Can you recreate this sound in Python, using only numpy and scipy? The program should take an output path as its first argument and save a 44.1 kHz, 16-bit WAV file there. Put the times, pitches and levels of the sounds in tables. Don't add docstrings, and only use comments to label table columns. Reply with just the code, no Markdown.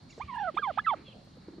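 import sys
import numpy as np
from scipy import signal
from scipy.io import wavfile
from scipy.ndimage import uniform_filter1d

SR = 44100
rng = np.random.default_rng(int(sys.argv[2]) if len(sys.argv) > 2 else 0)


def to_wav(s):
    ch = np.atleast_2d(s).T
    pcm = np.round(np.clip(ch, -1, 1) * 32767)
    wavfile.write(sys.argv[1], SR, pcm.astype(np.int16))


def gain_from_db(level_db):
    decades = np.asarray(level_db, float) / 20
    return 10 ** decades


N = 70560

# pitch in Hz, strength in dB per Hz.
AIR_SPECTRUM = [(15, -41.5), (25, -7.5), (205, -1), (366, -14), (616, -18.5), (768, -18), (2200, -28.5),
                (3000, -40.5), (3900, -67), (6600, -120)]
# pitch in Hz, strength in dB per Hz.
LEAF_SPECTRUM = [(1760, -46), (3000, -12.5), (4430, -6.5), (5090, -13), (10600, -25), (11800, -41),
                 (14500, -46), (22000, -120)]
# pitch in Hz, likeness from -1 to 1.
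LEFT_RIGHT_LIKENESS = [(30, 0.79), (200, 1), (1000, -0.2), (4000, 0.97), (8000, -0.38)]
# peak time in seconds, length in seconds, level in dB, centre in Hz.
RUSTLE_PUFFS = [(.112, .2, -65, 5300), (.352, .03, -71, 8000), (.85, .01, -78, 9500),
                (1.368, .012, -80, 13000), (1.43, .2, -70, 1800), (.548, .04, -58, 2900),
                (.555, .03, -72, 7000), (1.245, .04, -82, 12000), (.76, .03, -61, 3200),
                (.725, .1, -59, 2800), (.96, .1, -59, 2000), (1.05, .11, -64, 2800), (1.49, .16, -54, 320),
                (.25, .5, -62, 2600), (1.14, .12, -57, 600), (.96, .12, -53, 350)]
# start in seconds, peak level in dB, pitch in Hz.
FOOT_THUDS = [(.178, -35, 462), (.541, -40, 342), (.591, -40, 460), (1.082, -51, 548), (1.267, -48, 190),
              (1.27, -58, 580), (1.367, -50, 504), (1.378, -48.5, 246), (1.482, -38.5, 330),
              (1.531, -42, 318), (1.58, -41, 342)]
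# start in
# seconds, # length in seconds, start pitch in Hz, end pitch in Hz, level in dB.
FAR_PEEPS = [(.093, .013, 2330, 2130, -62), (.103, .011, 2760, 2700, -57), (.112, .027, 2420, 1900, -60),
             (.104, .012, 5540, 5490, -61), (.111, .024, 4650, 3250, -58), (.096, .028, 6830, 6880, -63),
             (.185, .012, 7800, 7600, -70), (.385, .055, 5680, 5660, -72), (1.048, .068, 3440, 2950, -58),
             (1.055, .055, 4300, 3850, -64), (1.104, .035, 3560, 2450, -60), (1.05, .045, 2800, 2600, -66),
             (1.1, .035, 2850, 2350, -65)]
# start in seconds, length in seconds, pitch in Hz, level in dB.
HEN_NOTES = [
    (.334, .038, 1415, -52),
    (.388, .04, 1415, -55),
    (.805, .04, 1430, -65),
]

YELP_1_RISE = [(.195, 660, -62, -20), (.201, 745, -39, -17), (.212, 1010, -32, -19), (.219, 1130, -38, -3),
               (.225, 1200, -42, -2), (.232, 1200, -42, -6), (.246, 1130, -64, -18)]
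YELP_1_HOLD = [(.276, 1230, -62, -14), (.286, 1140, -45, -9), (.299, 1095, -38, -11),
               (.312, 1000, -40, -24), (.32, 985, -41, -15), (.33, 995, -36, -24), (.342, 995, -35, -13),
               (.349, 995, -33.5, -21),
               (.354, 975, -34.5, -30), (.36, 970, -38, -6), (.366, 960, -34, -7), (.371, 965, -32, -18),
                 (.376, 985, -31.5, -33), (.385, 845, -34.5, -5), (.393, 905, -35, -4), (.4, 880, -30, -17),
                 (.407, 803, -31.5, -11)]
YELP_1_FALL = [(.422, 848, -29, -21), (.436, 773, -32, -9), (.454, 723, -32, -4), (.463, 755, -33, -9),
               (.481, 665, -31, 0), (.491, 652, -31.5, 1.5), (.499, 600, -36, -3), (.51, 510, -58, -13)]
YELP_2_RISE = [(.564, 600, -56, -4), (.57, 830, -29, -24), (.575, 1180, -26.5, -10),
               (.579, 1195, -24.5, -15), (.584, 1275, -22, -26), (.587, 1275, -32, -20),
               (.5875, 1640, -33, -15), (.596, 1625, -33, -16), (.612, 1610, -51, -20)]
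YELP_2_FALL = [(.62, 1530, -43, -20), (.625, 1280, -35, -28), (.632, 1180, -27, -20),
               (.643, 1150, -27.5, -13), (.651, 1065, -31, -7), (.667, 990, -32, -30),
               (.678, 830, -28, -19), (.698, 738, -30, -10), (.711, 605, -33, -5), (.72, 440, -58, -7)]
YELP_3_RISE = [(.771, 590, -56, -15), (.777, 770, -26, -11), (.783, 900, -26, -16), (.786, 1200, -24, -17),
               (.79, 1272, -19, -27), (.7935, 1275, -27, -22), (.794, 1660, -28, -14),
               (.801, 1703, -32, -15), (.818, 1703, -68, -20)]
YELP_3_BREAK = [(.84, 2090, -66, -20), (.849, 2050, -40, -23), (.859, 1950, -40, -20),
                (.865, 1520, -34, -18), (.868, 1310, -29, -20), (.873, 1315, -22, -21),
                (.878, 1332, -22.5, -21)]
YELP_3_FALL = [(.885, 1240, -21, -34), (.889, 1150, -24, -26), (.898, 1165, -24.5, -17),
               (.908, 1050, -26.5, -11), (.914, 925, -27.5, -34), (.926, 880, -26.5, -33),
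               (.936, 750, -28, -17), (.941, 640, -32, -2), (.946, 570, -36, -3), (.953, 450, -56, -16)]
# snap back in seconds, slack length in seconds, pitch sag as a share,
# level dip in dB.
VOICE_WARBLES = [
    (.3235, .006, .07, 9),
    (.342, .008, .11, 11),
    (.3645, .0125, .135, 12),
    (.3955, .001, 0, 11),
]
HIGH_OVERTONES_DB = [-18.5, -29.5]
# pitch in Hz, width in Hz, gain in dB.
WINDPIPE = [(1950, 250, 4), (2820, 150, 2), (3150, 110, 14), (3480, 150, 14)]

AIR_DB, LEAVES_DB, INSECT_DB = -53.5, -70, -68
INSECT_HZ, INSECT_WIDTH_HZ = 4250, 750
THUD_CYCLES, THUD_NOISE_DB = 18.4, -4.5
KNOCK_S, KNOCK_DB, KNOCK_HZ = .228, -39.5, 75
PEEP_BEND = 1.6
YARD_DB, YARD_T60_S = -35.5, 0.6
SAG_S, SNAP_S, DIP_S = .009, .006, .003
JITTER, SHIMMER_DB = .003, .5
BREATH_DB, PIPE_DIRECT_DB = -31, -12
VOICE_PAN_DB, TOP_PAN_DB, AIR_PAN_DB = -9, -4.5, -1.2
TOP_HZ, CUTOFF_HZ = 2100, 12500


def rms_one(x):
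    return x / np.sqrt(np.mean(x ** 2) + 1e-20)


def at_hz(points, hz):
    points = np.array(points)
    return np.interp(np.log(hz), np.log(points[:, 0]), points[:, 1])


def drift(rate):
    r = np.exp(-2 * np.pi * rate / SR)
    noise = rng.standard_normal(N + SR // 2)
    return rms_one(signal.lfilter([1], [1, -2 * r, r * r], noise)[SR // 2:])


def resonance(hz, width_hz):
    r = np.exp(-np.pi * width_hz / SR)
    return (1 - r * r) / 2 * np.array([1, 0, -1]), [1, -2 * r * np.cos(2 * np.pi * hz / SR), r * r]


def butter(x, order, hz, kind="low"):
    return signal.sosfilt(signal.butter(order, hz, kind, fs=SR, output="sos"), x)


def pan(x, db):
    return x * gain_from_db(np.array([[db / 2], [-db / 2]])) * 2 / (gain_from_db(db / 2) + gain_from_db(-db / 2))


def banded_noise(spectrum, low_hz, count, patchy_db):
    out, together = 0, drift(4.7)
    edges = low_hz * 2 ** (np.arange(count + 1) / 3)
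    white = rng.standard_normal((2, 2, N))
    for k, (low, high) in enumerate(zip(edges, edges[1:])):
        mid, side = butter(white[k % 2], 2, [low, high], "band")
        hz = np.sqrt(low * high)
        alike = np.clip(at_hz(LEFT_RIGHT_LIKENESS, hz), -1, 1)
        flicker = patchy_db * (0.66 * together + drift(22))
        gain = gain_from_db(at_hz(spectrum, hz) + flicker)
        out = out + gain * (np.sqrt(1 + alike) * mid + np.sqrt(1 - alike) * side * [[1], [-1]])
    return rms_one(out)


def air_and_traffic():
    return gain_from_db(AIR_DB) * banded_noise(AIR_SPECTRUM, 22, count=21, patchy_db=.9)


def leaves():
    return gain_from_db(LEAVES_DB) * banded_noise(LEAF_SPECTRUM, 2800, count=7, patchy_db=1.0)


def insects():
    noise = rng.standard_normal((2, N)) + 0.5 * rng.standard_normal(N)
    ring = resonance(INSECT_HZ, INSECT_WIDTH_HZ)
    level = gain_from_db(INSECT_DB + 0.53 * drift(25))
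    return level * rms_one(signal.lfilter(*ring, signal.lfilter(*ring, noise)))


def rustles():
    t, out = np.arange(N) / SR, 0
    grains = rng.standard_normal((2, N)) * gain_from_db(1.9 * drift(300))
    grains = grains + 2.1 * rng.standard_normal(N)
    for s, length, db, hz in RUSTLE_PUFFS:
        band = butter(grains, 3, [hz / 1.4, hz * 1.283], "band")
        steepness = np.where(t < s, 10, 1.5)
        out = out + gain_from_db(db) * rms_one(band) * np.exp(-(steepness * (t - s) / length) ** 2)
    return out


def thuds():
    out, t = np.zeros(N + SR), np.arange(SR // 5) / SR
    noise = rng.standard_normal(N + SR)
    for s, db, hz in list(FOOT_THUDS) + [(KNOCK_S, KNOCK_DB, KNOCK_HZ)]:
        i = int(s * SR)
        rough = rms_one(signal.lfilter(*resonance(hz, 0.15 * hz), noise[i:i + len(t)]))
        rise = 1 - np.exp(-t * hz * 1.35)
        fade = gain_from_db(-60 * t * np.sqrt(350 * hz) / THUD_CYCLES)
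        tone = np.sin(2 * np.pi * hz * t)
        out[i:i + len(t)] += gain_from_db(db + 4.5) * rise * fade * (tone + gain_from_db(THUD_NOISE_DB) * rough)
    return butter(out[:N], 2, 1500)


def peeps():
    out, wobble, flutter = np.zeros(N + SR), drift(200), gain_from_db(2.0 * drift(90))
    for s, length, start_hz, end_hz, db in FAR_PEEPS:
        u = np.linspace(0, 1, int(length * SR))
        i = int(s * SR)
        glide = start_hz + (end_hz - start_hz) * u ** PEEP_BEND
        hz = glide * (1 + .006 * wobble[i:i + len(u)])
        whistle = np.sin(2 * np.pi * np.cumsum(hz) / SR)
        out[i:i + len(u)] += gain_from_db(db + 2.0) * np.sin(np.pi * u) ** .5 * whistle
    return out[:N] * flutter


def hen():
    t, out = np.arange(N) / SR, 0
    for s, length, hz, db in HEN_NOTES:
        u = np.clip((t - s) / length, 0, 1)
        phase = 2 * np.pi * hz * t
        out = out + gain_from_db(db) * np.sin(np.pi * u) * (.5 * np.sin(phase) + np.sin(2 * phase))
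    return out


def yard(x):
    t = np.arange(SR // 2) / SR
    dull = signal.lfilter([1], [1, -.6], rng.standard_normal((2, len(t))))
    tail = dull * gain_from_db(-60 * t / YARD_T60_S) * (t > .012)
    tail = tail / np.sqrt(np.sum(tail ** 2) / 2)
    return gain_from_db(YARD_DB) * signal.fftconvolve(x[None], tail, axes=1)[:, :N]


def windpipe(high, db):
    ringing = sum(gain_from_db(gain) * signal.lfilter(*resonance(hz, width), high) for hz, width, gain in WINDPIPE)
    high = gain_from_db(PIPE_DIRECT_DB) * high + gain_from_db(np.minimum(db + 34, 0) / 2) * ringing
    return butter(high, 12, 3620)


def turkey():
    t = np.arange(N) / SR
    hz, db, second_db = np.full(N, 800.), np.full(N, -120.), np.zeros(N)
    yelp_1_slide = YELP_1_HOLD + YELP_1_FALL
    yelp_2 = YELP_2_RISE + YELP_2_FALL
    yelp_3_slide = YELP_3_BREAK + YELP_3_FALL
    for rows in (YELP_1_RISE, yelp_1_slide, yelp_2, YELP_3_RISE, yelp_3_slide):
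        s, *columns = np.transpose(rows)
        on = (t >= s[0]) & (t <= s[-1])
        hz[on], db[on], second_db[on] = (np.interp(t[on], s, c) for c in columns)

    first_db, upper_hz = np.zeros(N), hz
    for s, length, sag, dip_db in VOICE_WARBLES:
        slack = sag * np.clip((t - s + length) / SAG_S, 0, 1)
        hz = hz * (1 - slack * (t < s))
        upper_hz = upper_hz * (1 - slack * (t < s + SNAP_S))
        first_db = first_db - dip_db * np.exp(-((t - s) / DIP_S) ** 2)

    pitches = uniform_filter1d([hz, upper_hz], size=30) * (1 + JITTER * drift(160))
    phase, upper = 2 * np.pi * np.cumsum(pitches, axis=1) / SR
    level = uniform_filter1d(gain_from_db(db + 1.0 + SHIMMER_DB * drift(84)), size=60)

    high = 0
    for k, rel_db in enumerate(HIGH_OVERTONES_DB):
        strength = gain_from_db(rel_db + (db + 20.0) / 2 + second_db / 2)
        high = high + strength * np.sin((k + 3) * upper + k)
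    breath = gain_from_db(BREATH_DB) * rng.standard_normal(N)
    high = windpipe(level * (high + breath) + 1e-18, db)
    low = gain_from_db(first_db) * np.sin(phase) + gain_from_db(second_db) * np.sin(2 * upper + 1)
    return level * low + high


def scene():
    voice, far = turkey(), peeps()
    air, hiss = air_and_traffic(), leaves()
    echoes = yard(voice + gain_from_db(25.0) * far)
    top = butter(voice, 1, TOP_HZ, "high")
    bird = pan(voice - top, VOICE_PAN_DB) + pan(top, TOP_PAN_DB)
    distance = pan(hen(), 12.0) + pan(far, -2.5) + pan(hiss, -.3)
    ground = pan(air + insects() + rustles() + thuds(), AIR_PAN_DB)
    return bird + distance + echoes + ground


def low_pass(x):
    return signal.sosfilt(signal.butter(12, 14040, fs=SR, output="sos"), x)


def record(dry):
    no_rumble = butter(dry, 3, 42, "high")
    mix = butter(no_rumble, 3, CUTOFF_HZ)
    return low_pass(mix)


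dry = scene()
out = record(dry)
to_wav(out)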